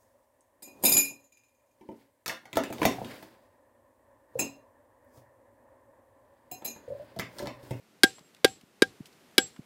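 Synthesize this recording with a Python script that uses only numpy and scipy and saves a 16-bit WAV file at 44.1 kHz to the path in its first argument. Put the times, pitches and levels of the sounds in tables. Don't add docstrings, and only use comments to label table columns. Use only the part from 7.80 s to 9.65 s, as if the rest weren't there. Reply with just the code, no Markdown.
import sys
import numpy as np
from scipy import signal
from scipy.fft import rfft, irfft, next_fast_len
from scipy.io import wavfile
from scipy.ndimage import uniform_filter1d

SR = 44100
rng = np.random.default_rng(int(sys.argv[2]) if len(sys.argv) > 2 else 0)


def store_pcm(level_fs):
    pcm = np.round(np.clip(level_fs, -1, 1) * 32767).astype(np.int16)
    wavfile.write(sys.argv[1], SR, np.atleast_2d(pcm).T)


N = 81585
TIME_S = np.arange(N) / SR
SHARP_RISE_S, SOFT_RISE_S = 0.0001, 0.0012


def from_db(db):
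    return 10 ** (np.asarray(db) / 20)


def decay(start_s, t60_s, rise_s):
    age_s = np.maximum(TIME_S - start_s, 0)
    return (1 - np.exp(-age_s / rise_s)) * from_db(-60 * np.minimum(age_s / t60_s, 5))


def ring(start_s, hz, t60_s, rise_s=SOFT_RISE_S):
    return decay(start_s, t60_s, rise_s) * np.sin(2 * np.pi * hz * (TIME_S - start_s))


def swing(centre_s, hz, width_s, sag_per_s=0):
    age_s = TIME_S - centre_s
    bell = np.exp(-0.5 * np.minimum((age_s / width_s) ** 2, 100))
    return bell * np.cos(2 * np.pi * hz * age_s * (1 - sag_per_s * age_s / 2))


def noise(spectrum, tilt_db_per_decade=0):
    size = next_fast_len(N)
    hz = np.maximum(np.arange(size // 2 + 1) * SR / size, 1)
    points_hz, points_db = np.transpose(spectrum)
    shape_db = np.interp(np.log(hz), np.log(points_hz), points_db) + tilt_db_per_decade * np.log10(hz)
    coloured = irfft(rfft(rng.standard_normal(size)) * from_db(shape_db), size)[:N]
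    return coloured / coloured.std()


# frequency in Hz, relative density in dB.
AIR_SPECTRUM = [(15, -68.5), (25, -25.5), (229, -7), (270, -9.5), (317, -9), (451, -12), (863, -17.5),
                (1610, -20), (2160, -20.5), (14800, -34), (16000, -43)]
# time in seconds, level in dB.
AIR_LEVELS = [(0, -64.5), (.5, -62.5), (.9, -65), (1.15, -60.5), (1.5, -60.5), (1.85, -62)]


def outdoor_air():
    level_db = np.interp(TIME_S, *np.transpose(AIR_LEVELS))
    return from_db(level_db) * noise(AIR_SPECTRUM)


# start in seconds, level in dB, t60 in seconds, centre in Hz, width in octaves.
CHIP_TICKS = [(.271, -47.5, 0.09, 2470, 0.87), (0.382, -46.5, 0.046, 900, 1.2),
              (0.3918, -44, 0.014, 5050, 0.72), (0.547, -44.5, 0.014, 3650, 1.4),
              (0.565, -52.5, .03, 2180, 1.1), (.677, -37.5, 0.032, 2310, 0.82),
              (0.81, -50.5, 0.027, 3040, 1.5), (1.256, -48, 0.052, 3600, 1.04),
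              (1.266, -53, 0.049, 4200, 2.2), (1.327, -55.5, 0.034, 4000, 0.97),
              (1.497, -58.5, 0.014, 2300, .8), (1.7621, -48, 0.034, 1496, 1.04)]


def chips(skirt_db=-30):
    out = np.zeros(N)
    for start_s, db, t60_s, hz, octaves in CHIP_TICKS:
        band = [(hz / 8 ** octaves, skirt_db), (hz, 0), (hz * 8 ** octaves, skirt_db)]
        out += from_db(db) * decay(start_s, t60_s, rise_s=0.001) * noise(band)
    return out


# time in seconds, level in dB.
LIFT_BUMPS = [(0.309, -68), (0.411, -50.5), (0.837, -49.5), (1.207, -33), (1.794, -33)]


def bumps(tail_db=-0.5):
    out = np.zeros(N)
    for time_s, db in LIFT_BUMPS:
        knock = swing(time_s, hz=216, width_s=0.002)
        tail = from_db(tail_db) * ring(time_s, hz=129, t60_s=0.041, rise_s=SHARP_RISE_S)
        out += from_db(db) * (tail - knock)
    return out


# frequency in Hz, relative density in dB.
WASH_SPECTRUM = [(100, -5.5), (350, 5.5), (900, -13.5), (1700, -4.5), (4200, 1), (6500, -5), (10000, -9.5),
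                 (15500, -24.5)]


def wash(start_s, db):
    return from_db(db) * decay(start_s, t60_s=0.32, rise_s=0.02) * noise(WASH_SPECTRUM)


# frequency in Hz, relative density in dB.
RUMBLE_SPECTRUM = [(30, -15.5), (90, 2), (200, -0.5), (480, -3.5), (620, -24), (2000, -44)]


def rumble(start_s, db=-40.5):
    return from_db(db) * decay(start_s, t60_s=0.28, rise_s=SOFT_RISE_S) * noise(RUMBLE_SPECTRUM)


# frequency in Hz, relative level in dB, t60 in seconds.
LOG_RESONANCES = [(208.5, -23.5, .045), (266, -21.5, .045), (450, -16, 0.015), (502, -17.5, 0.11)]


def log_thud(start_s, db, hz, delay_s, width_s, ring_db, low_cut_hz=120):
    thud = from_db(db) * swing(start_s + delay_s, hz, width_s, sag_per_s=77)
    body = sum(from_db(ring_db + mode_db) * ring(start_s, mode_hz, t60_s)
               for mode_hz, mode_db, t60_s in LOG_RESONANCES)
    low_cut = signal.butter(2, low_cut_hz, "high", fs=SR, output="sos")
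    return signal.sosfilt(low_cut, thud + body)


# frequency in Hz, relative level in dB, t60 in seconds.
CLANK_MODES = [(1210, -11.5, 0.042), (1485.6, -4, .05), (1956, -7, 0.045), (2122, -5.5, 0.037),
               (2298, -0.5, 0.032), (2593, -2, 0.026), (2977, -2, .04), (3307, 0, .045), (3388, -1, 0.027),
               (3796, 6, 0.025), (3950, -18, 0.064), (4458, 5, 0.021), (4900, 1.5, 0.028),
               (5290, -9, 0.045), (6750, -10, .028), (8830, -1, .025), (10100, -9.5, .025),
               (9200, -26, 0.064), (11920, -10.5, 0.016)]


def blade(start_s, clank_db, low_db, mid_db, mid_t60_s, high_db, high_t60_s, waver_period_s):
    spread_db, waver_depth = 3.5, 0.8
    clank = np.zeros(N)
    for hz, db, t60_s in CLANK_MODES:
        gain = rng.choice([-1, 1]) * from_db(clank_db + db + spread_db * rng.normal())
        clank += gain * ring(start_s, hz, t60_s, SHARP_RISE_S)
    low = from_db(low_db) * ring(start_s, hz=772, t60_s=0.13)
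    mid = from_db(mid_db) * ring(start_s, hz=1608, t60_s=mid_t60_s)
    high = from_db(high_db) * ring(start_s, hz=7646, t60_s=high_t60_s, rise_s=SHARP_RISE_S)
    waver = 1 - waver_depth * np.cos(np.pi * (TIME_S - start_s) / waver_period_s) ** 2
    return clank + low + mid + waver * high


# frequency in Hz, relative density in dB.
CRACK_SPECTRUM = [(30, -11), (120, -12.5), (470, -1.5), (660, -19.5), (1000, -11), (2200, -8.5), (3600, -3),
                  (5000, -6), (6300, -11.5), (9000, -10.5), (13000, -15), (16000, -26.5)]


def crack(start_s, db, t60_s, tilt_db_per_decade=0, grain_db=5, snap_hz=5500):
    grain = uniform_filter1d(rng.standard_normal(N), size=30)
    split = noise(CRACK_SPECTRUM, tilt_db_per_decade)
    dull = signal.sosfiltfilt(signal.butter(2, snap_hz, fs=SR, output="sos"), split)
    body = dull * decay(start_s, t60_s, SHARP_RISE_S)
    snap = (split - dull) * decay(start_s, 0.75 * t60_s, SHARP_RISE_S)
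    return from_db(db + grain_db * grain / grain.std()) * (body + snap)


# start in seconds, level in dB, t60 in seconds.
SECOND_BITES = [(0.2393, -11, 0.025)]
# start in seconds; crack level in dB, t60 in seconds, tilt in dB per decade;
# thud level in dB, pitch in Hz, delay and width in seconds; log ring in dB; blade clank in dB,
# low ring in dB, middle ring in dB, its t60 in seconds, high ring in dB, its t60 and
# waver period in seconds; wash in dB.
BLOWS = [(.2338, -8, 0.013, 9, -8, 315.2, 0.0069, 0.002, -13.5, -13.5, -23.5, -5.5, 0.076, -40, 0.51, 0.092, -37.5),
         (0.6458, -5.5, 0.025, -5, -6.5, 444, 0.0046, 0.0021, -15, -21.5, -24, -12, 0.061, -39, .33, 0.17, -41.5),
         (1.0211, -15, .026, 0, -2.5, 373, 0.0036, 0.0014, -15, -23.5, -34, -8, 0.056, -64, 0.66, .12, -48),
         (1.5808, -6.5, 0.02, 5, -13, 345, 0.0056, 0.0024, -10, -17.5, -28, -14.5, 0.063, -22.5, .24, 0.13, -38)]


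def chops(splinter_db=-21.5, splinter_t60_s=0.075):
    out = sum(crack(*bite) for bite in SECOND_BITES)
    for blow in BLOWS:
        start_s, crack_db, t60_s, tilt_db_per_decade = blow[:4]
        thud_settings, blade_settings, wash_db = blow[4:9], blow[9:16], blow[16]
        out += crack(start_s, crack_db, t60_s, tilt_db_per_decade)
        out += crack(start_s, crack_db + splinter_db, splinter_t60_s, tilt_db_per_decade)
        out += log_thud(start_s, *thud_settings) + blade(start_s, *blade_settings)
        out += wash(start_s, wash_db) + rumble(start_s)
    return out


def scene():
    return (outdoor_air() + chops() + bumps() + chips())[None]


def record(dry, overload=0.7, low_cut_hz=110, high_cut_hz=16500):
    flattened = dry / (1 + (dry / overload) ** 4) ** 0.25
    low_cut = signal.butter(1, low_cut_hz, "high", fs=SR, output="sos")
    high_cut = signal.cheby2(16, 80, high_cut_hz, fs=SR, output="sos")
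    return signal.sosfilt(high_cut, signal.sosfilt(low_cut, flattened))


dry = scene()
out = record(dry)
store_pcm(out)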